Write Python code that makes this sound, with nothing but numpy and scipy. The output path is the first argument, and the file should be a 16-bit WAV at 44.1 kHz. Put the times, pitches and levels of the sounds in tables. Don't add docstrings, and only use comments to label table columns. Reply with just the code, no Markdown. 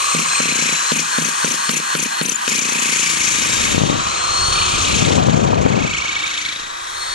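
import sys
import numpy as np
from scipy.fft import rfft, irfft, next_fast_len
from scipy.io import wavfile
from scipy.ndimage import uniform_filter1d, map_coordinates

SR = 44100
rng = np.random.default_rng(int(sys.argv[2]) if len(sys.argv) > 2 else 0)


def wav_out(sig):
    wavfile.write(sys.argv[1], SR, np.round(np.clip(np.atleast_2d(sig).T, -1, 1) * 32767).astype(np.int16))


N = 314874

# (time [s], pitch [Hz])
MOTOR_SPEED = [(0.0, 4081.0), (0.12, 4175.0), (0.38, 4173.0), (0.91, 4182.0), (1.19, 4305.0),
               (1.44, 4324.0), (2.22, 4300.0), (2.47, 4231.0), (2.65, 4085.0), (2.9, 4017.0),
               (3.05, 3897.0), (3.6, 3722.0), (3.85, 3711.0), (3.97, 3854.0), (4.1, 4112.0), (4.35, 4256.0),
               (4.55, 4372.0), (5.1, 3931.0), (5.5, 3845.0), (6.0, 3829.0), (6.3, 3663.0), (6.62, 3797.0),
               (6.8, 4100.0), (6.95, 4235.0), (7.14, 4350.0)]
WHINE_PER_TURN, WHINE_PER_BLOW = 12, 137
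# (time [s], whine level [dB], level an octave up [dB])
WHINE_LEVELS = [(0, -29, -28), (.5, -22.5, -20), (.9, -26, -32), (1.3, -34, -27.5), (1.7, -27.5, -26.5),
                (2.2, -28, -36), (2.42, -44, -31), (2.65, -42, -31), (2.95, -46, -38), (3.25, -47, -42),
                (3.55, -29.5, -26), (3.85, -39, -44), (4.15, -28.5, -36.5), (4.45, -19.5, -31.5),
                (4.62, -24.5, -34), (4.75, -33, -32), (4.92, -31, -38), (5.05, -41, -52), (5.3, -59, -63),
                (5.9, -43, -63), (6.05, -42, -52), (6.1, -35, -51), (6.28, -32, -48), (6.34, -45, -50),
                (6.9, -50, -46), (6.96, -35, -42), (7.14, -27, -36)]
# (time [s], level [dB])
HUM_LEVEL = [(0, -52), (2.4, -53.5), (2.9, -55), (3.1, -40.5), (4.2, -44), (4.6, -38), (6.3, -47.5),
             (6.6, -54), (7.14, -50)]
# (time [s], level [dB])
TOOTH_LEVEL = [(0, -70), (5.9, -70), (6.0, -41), (6.6, -42), (6.7, -70), (7.14, -70)]
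TOOTH_PER_TURN = 13.65
# (time [s], fan roar level [dB], gear hiss level [dB], air hiss level [dB])
MOTOR_LEVELS = [(0, -27.5, -30, -32.5), (.5, -25, -28.5, -37), (1.2, -25.5, -29, -34),
                (2.4, -24.5, -29, -37), (2.64, -27, -27, -33.5), (2.92, -29.5, -28.5, -30),
                (3.7, -27.5, -26, -34), (3.84, -31.5, -28, -45), (3.98, -26.5, -29.5, -47),
                (4.45, -23, -29, -38.5), (4.6, -23.5, -22.5, -37.5), (4.97, -27.5, -24.5, -36.5),
                (5.31, -30.5, -32.5, -57), (5.59, -32, -35.5, -71), (6.26, -30.5, -28, -45.5),
                (6.5, -37, -28, -44.5), (6.7, -34, -35, -51), (6.84, -33.5, -33.5, -46),
                (7.0, -32, -33.5, -41.5), (7.14, -30, -29.5, -43)]
# (frequency [Hz], level [dB])
FAN_COLOUR = [(60, -72), (200, -26), (400, -26), (650, -7.5), (800, -0.5), (880, 7.5), (980, 6),
              (1130, 3.5), (1380, -5.5), (1600, 3), (1950, 2.5), (2600, -32), (5000, -25), (9000, -68)]
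# (frequency [Hz], level [dB])
FAN_UP_COLOUR = [(60, -36), (200, -30), (400, -11), (650, -4.5), (850, 2.5), (1000, 3.5), (1230, 4),
                 (1400, -3), (1550, -5.5), (1950, -9.5), (2600, -20), (5000, -21), (9000, -60)]
# (frequency [Hz], level [dB])
GEAR_COLOUR = [(1500, -13), (2700, 4.5), (3150, 9.5), (3450, 6.5), (3750, 7), (4400, 6.5), (5000, -3.5),
               (6000, 2), (9000, -53), (12000, -68)]
# (frequency [Hz], level [dB])
GEAR_FAR_COLOUR = [(1200, -13.5), (1900, 7), (2400, -0.5), (2800, -8), (3200, 3.5), (3650, 5), (3870, 10),
                   (4050, 3), (4300, 0), (4700, -3), (6000, 0), (9000, -50), (12000, -60)]
# (frequency [Hz], level [dB])
AIR_COLOUR = [(4000, -47), (7000, 2), (9200, 2.5), (10200, -1.5), (11000, -35)]
# (frequency [Hz], level [dB])
AIR_TOP_COLOUR = [(9500, -25), (10500, 1), (11400, -2.5), (12000, -17), (12800, -6.5), (14200, -20),
                  (15000, -44)]
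# (time [s], low howl level [dB], high howl level [dB])
HOWL_LEVELS = [(0, -27.5, -45), (.35, -30, -32), (.6, -34, -28), (.9, -32, -30), (1.401, -32.5, -31),
               (1.901, -33, -30.5), (2.4, -36, -33), (2.6, -39.5, -50), (7.14, -49, -39.5)]
# (frequency [Hz], width [Hz], level [dB])
HOUSING_MODES = [(1126, 175, 0), (1600, 250, 0)]
# (time [s], turn from plank up to motor [0-1], lift of lowest bit mode [dB], top hiss level [dB])
CAMERA_AIM = [(0, 0.72, 4, -2.5), (1, 0.2, 4, -1.5), (2.4, 0, 0.5, 1), (3, 0.07, 7, -4),
              (3.7, 0.11, 6, -0.5), (4.05, 0.96, 4, -5), (4.8, 0.95, -1, -6.5), (5.2, 0.48, 8, -5),
              (5.7, 0.61, 10, -14), (6, 0.8, -2, -4), (6.5, 0.69, 0, -3), (6.75, 0.6, -1, -1),
              (7.14, 0.76, 19, -2)]
# (time [s], share [0-1])
CAMERA_BACK = [(0, 0), (6.1, 0), (6.3, .5), (6.68, 1), (7.14, 1)]

# (time [s], bit clang level [dB], chuck rattle level [dB])
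STEEL_LEVELS = [(0, -27.5, -26.5), (.7, -24.5, -24), (1.1, -31, -25.5), (1.8, -29, -24), (2.44, -31.5, -26),
                (2.5, -25.5, -23), (3.72, -26, -23.5), (3.8, -32, -30), (4.26, -29, -28.5),
                (4.48, -33, -26), (4.52, -34, -28.5), (4.85, -25, -25), (5.03, -24, -24.5),
                (5.16, -30, -28.5), (5.2, -34, -35), (5.29, -35.5, -35), (5.55, -38.5, -39.5),
                (5.78, -34, -34.5), (5.99, -27.5, -32.5), (6.48, -33, -37), (6.76, -43, -40),
                (7.14, -49, -34.5)]
# (frequency [Hz], width [Hz], level [dB])
BIT_MODES = [(2186, 156, 6), (2470, 210, 9.5), (2704, 96, 7.5), (2923, 63, 6.5)]
BIT_LAGS = [.03, .63, .63, .63]
# (frequency [Hz], width [Hz], level [dB])
CHUCK_MODES = [(5530, 1660, 1), (6290, 840, 9.5), (6880, 360, 4), (6930, 530, 11), (7565, 110, 9),
               (8200, 280, -10)]
# (time [s], low level [dB], high level [dB], high pitch [Hz])
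PING_LEVELS = [(0, -32, -31, 2536), (.13, -36, -22.5, 2460), (.25, -33, -29, 2450), (.37, -33, -19.5, 2475),
               (.55, -28, -31, 2440), (.75, -28, -42, 2393), (1, -51, -28, 2464), (2.46, -40, -42, 2499),
               (2.52, -23, -26, 2528), (2.8, -31, -25, 2550), (3.1, -25, -28.5, 2468),
               (3.7, -27, -28.5, 2515), (3.8, -37, -40, 2478), (4.49, -60, -57, 2445),
               (4.53, -38, -22, 2447), (4.9, -31, -31, 2431), (5.05, -39, -29, 2540), (5.3, -50, -36, 2440),
               (5.7, -32, -33, 2500), (5.9, -18.5, -31, 2595), (6.05, -18.5, -44, 2580),
               (6.2, -19, -39, 2602), (6.35, -23.5, -33, 2602), (6.5, -21, -49, 2583),
               (6.6, -52, -52, 2600), (7.14, -60, -60, 2570)]
LOW_PING_HZ, PING_LAGS = 2250, (.12, .7)
# (time [s], change [dB])
UNEVEN_PINGS = [(0, 0), (6.05, 0), (6.2, 3), (6.5, 3)]
# (time [s], pitch [Hz], level [dB])
CHUCK_SQUEAKS = [(.993, 6000, -17), (1.224, 6096, -18), (1.251, 6073, -15.5), (1.453, 6050, -15),
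                 (1.519, 6120, -15), (1.742, 5990, -17), (1.779, 6020, -20), (2.003, 6060, -16),
                 (2.037, 6050, -18), (2.067, 6120, -24), (2.262, 6030, -15), (2.297, 6100, -11),
                 (2.347, 6980, -17), (2.359, 6970, -10.5), (2.593, 6100, -13), (2.732, 6200, -22)]
SQUEAK_S = 0.0035
# (time [s], level [dB],
# pitch [Hz])
SHARP_TICKS = [(4.8214, -13, 6720), (4.8499, -6, 3690), (4.9174, -13, 4090), (4.9514, -15, 3100),
               (4.9871, -15, 3174), (5.015, -8, 6700), (5.0489, -7, 3740), (5.0828, -12, 3945),
               (5.1274, -13, 3860), (5.1554, -14, 6890), (5.9364, -10, 3220), (5.9764, -18, 3236),
               (6.0087, -15, 3977), (6.0454, -19, 3015), (6.0811, -15, 3730), (6.1549, -12, 3163),
               (6.1923, -20, 3690), (6.2253, -19, 3820), (6.2684, -15, 3700), (6.3124, -19, 3125),
               (6.341, -18, 3667), (6.3779, -8, 3790), (6.4143, -19, 3670), (6.4527, -15, 3410),
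               (6.4901, -10, 3635), (6.5261, -13, 3704), (6.562, -17, 3880)]
TICK_T60, TICK_NOISE = 0.014, 0.89

# (time [s], pressure [0-1])
LEAN = [(0, 0.11), (.8, 0.21), (1, 0), (2.46, 0.12), (2.55, 0.54), (3, 0.35), (3.8, 0.24), (4, 0.16),
        (4.47, 0.01), (4.52, 0.26), (4.9, 0.28), (5.3, 0.44), (5.8, 0.36), (6.5, 0.33), (7.14, 0)]
# (time [s], held [s], push [0-1], thud level [dB], crack level [dB])
PUSH_STROKES = [(0.145, 0.077, 0.3, -9.5, -9), (0.399, 0.35, 0.33, -9.5, -19),
                (0.916, 0.087, 0.55, -7.5, -6), (1.181, .11, 0.36, -10, -17), (1.442, .11, 0.41, -8, -6),
                (1.69, 0.091, 0.69, -9.5, -3), (1.948, .1, 0.7, -8.5, -6), (2.21, .11, 0.89, -8, -6),
                (2.475, 0.1, 0.5, -10, -2.5)]
BITE_S, LIFT_S = 0.024, .035
DIP_S, RECOVER_S = 0.014, .13
SAG_HZ_PER_S = 1700
WHINE_PUSH, OCTAVE_PUSH, ROAR_PUSH, HOWL_PUSH = (13.7, -4), (16, -13), (8.2, -1.5), (8.3, -12.5)
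GEAR_PUSH, AIR_PUSH, CLANG_PUSH, RATTLE_PUSH = (7.8, 5.6), (5.6, 11.8), (1.6, 3.7), (4.7, 1.6)
# (time [s], level [dB], lowest plank mode level [dB])
THUD_LEVELS = [(0, -26, 1), (.6, -27, -1.5), (2.3, -27, -7.5), (2.46, -27, -14), (2.6, -26.5, -10),
               (2.96, -28, -3), (3.05, -31.5, 1), (3.2, -31, -3.5), (3.55, -26, -2), (5.95, -36.5, 0),
               (6.4, -48, -6), (6.64, -37, -13), (6.7, -43, 0)]
# (frequency [Hz], width [Hz], level [dB])
PLANK_MODES = [(167.2, 16, 1), (271.5, 139, -2), (476, 90, 0), (239, 23, -8.5)]
LIFTED_DB, TOUCH = 34, 0.287
SKEW = 0.67

# (time [s], left level [dB], right level [dB])
DRAUGHT_LEVELS = [(0, -70, -53), (1, -73, -63), (2.7, -73, -84), (3.1, -42, -49.5), (3.55, -29.5, -40.5),
                  (3.72, -21.5, -30), (3.8, -20.5, -38), (3.92, -14.5, -48), (4.03, -30, -37),
                  (4.2, -40.5, -47), (4.4, -32, -32), (4.7, -30.5, -32), (4.92, -21.5, -27.5),
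                  (5.03, -14.5, -31), (5.15, -11.5, -39), (5.45, -12.5, -40), (5.8, -13.5, -41),
                  (5.9, -25.5, -43), (5.94, -35, -37), (6.25, -68, -53), (6.75, -76, -55), (7.14, -64, -49)]
# (frequency [Hz], level [dB])
LEFT_GUST = [(20, -16), (45, -16), (90, -0.5), (140, 1.5), (210, 1.5), (350, -4.5), (500, -5), (850, -10.5),
             (1300, -19), (2500, -72)]
# (frequency [Hz], level [dB])
RIGHT_GUST = [(20, -19), (45, 8), (90, 11.5), (150, -0.5), (250, -55), (500, -57)]
# (frequency [Hz], level [dB])
LEAK_LEVEL = [(60, -38), (200, -19), (400, -9.5), (850, -2.5), (2000, 0)]
# (frequency [Hz], lag [radians])
LEAK_PHASE = [(45, .9), (130, 1.3), (250, 3.06), (1000, 3.79), (2000, 2.5)]
# (time [s], level [dB])
EDDY_POPS = [(3.744, -3), (3.777, 0), (3.813, -6), (3.833, -1), (3.846, -16), (3.896, -2), (3.911, -20),
             (3.938, -11)]
# (time [s], level [dB])
SWAY_LEVEL = [(0.0, -60), (2.52, -75), (3.72, -49), (3.76, -41), (4.08, -57), (4.45, -44), (5.35, -50),
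              (6.24, -55), (6.32, -69), (6.64, -47), (6.94, -56), (7.14, -40)]
# (frequency [Hz], level [dB])
RIGHT_LEVEL = [(60, 1.2), (200, 0), (400, -5), (650, -3), (830, 0.1), (1000, 2), (1300, 2.4), (1800, -3),
               (2300, 0.1), (3200, 0), (4200, -4), (5000, -12), (7000, -15), (9500, -6), (12000, -1)]
# (frequency [Hz], lag [radians])
RIGHT_PHASE = [(60, 0.13), (300, 1.2), (450, 1.2), (850, 3.02), (1300, 4.62), (1600, 8), (2100, 9.22),
               (2500, 12.7), (4000, 11.44), (6000, 13.6), (9000, 13.9), (15000, 7.4)]
# (frequency [Hz], likeness [0-1])
LIKENESS = [(50, 0.38), (120, 1), (830, 0.98), (1200, 0.9), (1750, 0.065), (2300, 0.62), (3100, 0.62),
            (4200, 1), (5000, 0.65), (6000, 0.15), (8000, 0.26)]
TOP_HZ = 15200


def amp(db):
    return 10 ** (np.asarray(db) / 20)


def unit(pair):
    return pair / np.sqrt(np.mean(pair.mean(0) ** 2) + 1e-20)


def along(points, hz):
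    f, v = np.transpose(points)
    return np.interp(np.log(hz + 1), np.log(f + 1), v)


def curves(rows):
    s, *cols = np.transpose(rows)
    return [np.interp(np.arange(N) / SR, s, c) for c in cols]


def wobble(rate):
    return map_coordinates(rng.standard_normal(int(N * rate / SR) + 4), [np.arange(N) * rate / SR])


def filtered(x, response):
    m = next_fast_len(N + SR // 2)
    return irfft(rfft(x, m) * response(np.fft.rfftfreq(m, 1 / SR)), m)[..., :N]


def modes(table):
    def response(f):
        return sum((-1) ** k * amp(db) * 1j * f * w / (c * c - f * f + 1j * f * w)
                   for k, (c, w, db) in enumerate(table))
    return response


def ports(near, other, colour):
    alike = lambda f: np.clip(along(LIKENESS, f), 0, 1)
    right = lambda f: colour(f) * amp(along(RIGHT_LEVEL, f)) * np.exp(-1j * along(RIGHT_PHASE, f))
    parts = filtered(np.array([near, near, other]), lambda f: np.array(
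        [colour(f), right(f) * alike(f), right(f) * np.sqrt(1 - alike(f) ** 2)]))
    return np.array([parts[0], parts[1] + parts[2]])


def steady(gate):
    return gate / np.sqrt(uniform_filter1d(gate ** 2, size=SR // 14))


def rush(gate, colour):
    return unit(ports(*(steady(gate) * rng.standard_normal((2, N))), colour))


def beating(beat, depth, scatter_db):
    size_db = scatter_db * np.clip(rng.standard_normal(256), -1.6, 1.6)
    turn = 2 * np.pi * beat
    swell = np.exp(depth * np.cos(turn + SKEW * (1 - np.cos(turn))))
    return swell * amp(depth * size_db[np.round(beat).astype(int) + 2])


def sway():
    deep = filtered(rng.standard_normal((2, N)), lambda f: (f > 15) / (1 + (f / 38) ** 8))
    deep = deep * amp([[3], [-3]])
    return amp(curves(SWAY_LEVEL)[0] - 2.0) * unit(deep)


def draught():
    left_db, right_db = curves(DRAUGHT_LEVELS)
    lumps = [steady(amp(wobble(60) + 3.5 * wobble(300))) * rng.standard_normal(N) for side in range(2)]
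    leak = lambda f: amp(along(LEAK_LEVEL, f)) * np.exp(-1j * along(LEAK_PHASE, f))
    port = lambda f: amp(along(LEFT_GUST, f)) * np.array([np.ones_like(f), leak(f)])
    left = filtered(lumps[0], port)
    pops = np.zeros(N)
    for s, db in EDDY_POPS:
        pops[round((s + .004) * SR)] = amp(db + 36.0)
    pops = filtered(pops, lambda f: 1j * port(f))
    right = filtered(lumps[1], lambda f: amp(along(RIGHT_GUST, f))) * amp([[-7], [0]])
    return amp(left_db) * unit(left) / 2 + amp(right_db) * unit(right) + pops


def pumping():
    t, bite, dip, sag_hz = np.arange(N) / SR, 0, 0, 0
    for s, held, push, *_ in PUSH_STROKES:
        off = s + held + LIFT_S
        bite = bite + push * np.interp(t, [s, s + BITE_S, s + held, off], [0, 1, 1, 0])
        dip = dip + push * np.interp(t, [s, s + DIP_S, off, off + RECOVER_S], [0, 1, 1, 0])
        lost_hz = SAG_HZ_PER_S * push * (off - s)
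        sag_hz = sag_hz + lost_hz * np.interp(t, [s, off, off + RECOVER_S], [0, 1, 0])
    return bite, dip, sag_hz


def hammer_blows(beat, press, thud_db):
    at = np.flatnonzero(np.diff(np.floor(beat + .18)) > 0)
    blows = np.zeros(N)
    scatter = amp(.6 * rng.standard_normal(256)[:len(at)])
    blows[at] = (amp(thud_db) * np.clip(4 * press - .3, 0, 1))[at] * scatter
    for s, *_ in PUSH_STROKES:
        blows[round(s * SR):round((s + .027) * SR)] = 0
    return blows


def plank(beat, press):
    t = np.arange(N) / SR
    fade = 0
    for s, held, *_ in PUSH_STROKES:
        off = s + held + LIFT_S
        fade = fade + np.interp(t, [s, s, off, off + RECOVER_S], [0.023, -0.14, 0.34, 0.11])
    thud_db, low_db = curves(THUD_LEVELS)
    thud_db = thud_db - 2 * fade - LIFTED_DB * np.clip(1 - press / TOUCH, 0, 1)
    blows = hammer_blows(beat, press, thud_db)
    grit = amp(thud_db - 39) * rng.standard_normal(N)
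    force = -amp(50.5) * (blows + grit)

    starts = [s for s, *_ in PUSH_STROKES]
    since = t - np.array([-9] + starts)[np.searchsorted(starts, t)]
    shudder = unit(uniform_filter1d(rng.standard_normal((1, N)), size=SR // 700))[0]
    force = force + amp(-9 - 60 * since / .6) * shudder / 5

    cracks, t = np.zeros((2, N)), np.arange(SR // 40) / SR
    for s, _, _, db, crack_db in PUSH_STROKES:
        force[round((s + .004) * SR)] -= amp(db + 36.5)
        at = round((s + .003) * SR)
        cracks[:, at:at + len(t)] = amp(crack_db + 5 - 60 * t / 0.013) * rng.standard_normal((2, len(t)))
        cracks[:, at] += amp(crack_db + 10.5)

    low = filtered(force * amp(low_db), modes(PLANK_MODES[:1]))
    middle = filtered(force, lambda f: sum(modes([row])(f) for row in PLANK_MODES[1::2]))
    top_loss_db = 6 * np.interp(since, [0, .03, .7, 1], [0, 1, 1, .3])
    top = filtered(force * amp(-top_loss_db), modes(PLANK_MODES[2:3]))
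    wood = low + middle + top

    def soft(f):
        slab_echo = 1 + 0.24 * np.exp(-2j * np.pi * f * 0.00501)
        return slab_echo / (1 + 1j * f / 900) ** 2 / (1 + (125 / (f + 1)) ** 12)
    crisp = lambda f: 1 / (1 + (f / 6000) ** 4) / (1 + 600 / (1j * f + .1)) ** 2
    return ports(wood, wood, soft) + ports(*cracks, crisp)


def ticks():
    out, t = np.zeros(N), np.arange(SR // 50) / SR
    for s, db, hz in SHARP_TICKS:
        spray = uniform_filter1d(np.diff(rng.standard_normal(len(t) + 1)), size=3)
        tick = np.sin(2 * np.pi * hz * t) + TICK_NOISE * spray
        out[round((s + .001) * SR):][:len(t)] += amp(db - 2 - 60 * t / TICK_T60) * tick
    return ports(out, out, lambda f: 1 / (1 + 1j * f / 7500) ** 2 / (1 + (f / 8500) ** 12))


def ringing(table, beat, lags, depth, scatter_db, lift_db):
    parts = []
    for row, lag in zip(table, lags):
        noise = beating(beat - lag, depth, scatter_db) * rng.standard_normal((2, N))
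        parts.append(filtered(noise, modes([row])))
    slow = np.sqrt(uniform_filter1d(beating(beat, depth, scatter_db) ** 2, size=SR // 3))
    parts[0] = parts[0] * amp(lift_db)

    def edge(f):
        return 1 / (1 + (f / (1.116 * table[-1][0])) ** 8) / (1 + (0.14 * table[0][0] / (f + 1)) ** 4)
    return unit(ports(*(sum(parts) / slow), edge))


def ping(beat, hz, level_db, sharp, scatter_db):
    chance = rng.standard_normal((256, 3))[np.round(beat).astype(int) + 2].T
    phase = 2 * np.pi * np.cumsum(hz * (1 + .016 * chance[0])) / SR + 2 * chance[1]
    pulse = np.exp(sharp * (np.cos(2 * np.pi * beat) - 1))
    return amp(level_db + scatter_db * chance[2] + 2) * pulse * np.sin(phase)


def squeaks():
    out, t = np.zeros(N), np.arange(-SR // 40, SR // 40) / SR
    for s, hz, db in CHUCK_SQUEAKS:
        at = round(s * SR) - SR // 40
        out[at:at + len(t)] += amp(db + 4) * np.exp(-(t / SQUEAK_S) ** 2) * np.sin(2 * np.pi * hz * t)
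    return out


def steel(beat, press, pushed):
    clang_db, rattle_db = map(pushed, curves(STEEL_LEVELS), (CLANG_PUSH, RATTLE_PUSH))
    up, lift_db, _ = curves(CAMERA_AIM)
    depth = (2.0 + 2.1 * up) * np.minimum(press, .45)
    clang = amp(clang_db - 2.0) * ringing(BIT_MODES, beat, BIT_LAGS, depth, 1.9, lift_db)
    rattle = ringing(CHUCK_MODES, beat, [.08] * len(CHUCK_MODES), 0.95 * press, 7.4, lift_db=2.0)
    low_db, high_db, high_hz = curves(PING_LEVELS)
    low_beat, high_beat = beat - PING_LAGS[0], beat - PING_LAGS[1]
    low_db = low_db + curves(UNEVEN_PINGS)[0] * (-1) ** np.round(low_beat)
    tones = ping(low_beat, np.full(N, LOW_PING_HZ), low_db, sharp=2.2, scatter_db=.8)
    tones = tones + ping(high_beat, high_hz, high_db, sharp=2.6, scatter_db=1.2)
    tones = tones + squeaks()
    return clang + amp(rattle_db) * rattle + ports(tones, tones, np.ones_like)


def motor_tones(turns, pushed):
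    whine_db, octave_db = map(pushed, curves(WHINE_LEVELS), (WHINE_PUSH, OCTAVE_PUSH))
    voices = ((WHINE_PER_TURN, whine_db), (2 * WHINE_PER_TURN, octave_db),
              (1, curves(HUM_LEVEL)[0]), (TOOTH_PER_TURN, curves(TOOTH_LEVEL)[0]))
    tones = 0
    for order, db in voices:
        level = np.sqrt(2) * amp(db + 2.06 * wobble(40))
        tones = tones + level * np.sin(2 * np.pi * order * turns + 0.67 * wobble(60))
    return ports(tones, tones, np.ones_like)


def blend(share, gate, first, second):
    return sum(np.sqrt(part) * rush(gate, lambda f: amp(along(colour, f)))
               for part, colour in ((1 - share, first), (share, second)))


def motor(turns, beat, press, pushed):
    roar_db, gear_db, air_db = map(pushed, curves(MOTOR_LEVELS), (ROAR_PUSH, GEAR_PUSH, AIR_PUSH))
    up, _, top_db = curves(CAMERA_AIM)
    throb = amp(1.06 * wobble(30)) * beating(beat, 0.097 * press, 2.5)
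    roar = blend(np.clip(up, 0, 1), throb, FAN_COLOUR, FAN_UP_COLOUR)
    howl = sum(amp(pushed(db, HOWL_PUSH)) * rush(throb, lambda f: modes([row])(f) ** 2)
               for db, row in zip(curves(HOWL_LEVELS), HOUSING_MODES))
    back, = curves(CAMERA_BACK)
    tick = (3.9 + 2 * back) * press * np.exp(-((beat + .22) % 1) / .06)
    mesh = beating(beat + 0.019, 0.4 * press, 5.4) + tick
    gears = blend(back, mesh, GEAR_COLOUR, GEAR_FAR_COLOUR)
    puffs = beating(beat - .1, 0.55 * press, 7)
    air = rush(puffs, lambda f: amp(along(AIR_COLOUR, f)))
    air = air + amp(top_db - 6.0) * rush(puffs, lambda f: amp(along(AIR_TOP_COLOUR, f)))
    noises = amp(roar_db - 2.5) * roar + howl + amp(gear_db) * gears + amp(air_db) * air
    return motor_tones(turns, pushed) + noises


def scene():
    bite, dip, sag_hz = pumping()
    pushed = lambda level_db, push: level_db - push[0] * dip + push[1] * bite
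    turns = np.cumsum(curves(MOTOR_SPEED)[0] - sag_hz) / SR / WHINE_PER_TURN
    beat = turns * WHINE_PER_TURN / WHINE_PER_BLOW
    lean, = curves(LEAN)
    press = np.maximum(lean, bite)
    background = sway() + draught()
    struck = plank(beat, press) + ticks() + steel(beat, press, pushed)
    return background + struck + motor(turns, beat, press, pushed)


def record(dry):
    rounded = dry / (1 + np.abs(dry) ** 6) ** (1 / 6)
    return filtered(rounded, lambda hz: hz < TOP_HZ)


dry = scene()
out = record(dry)
wav_out(out)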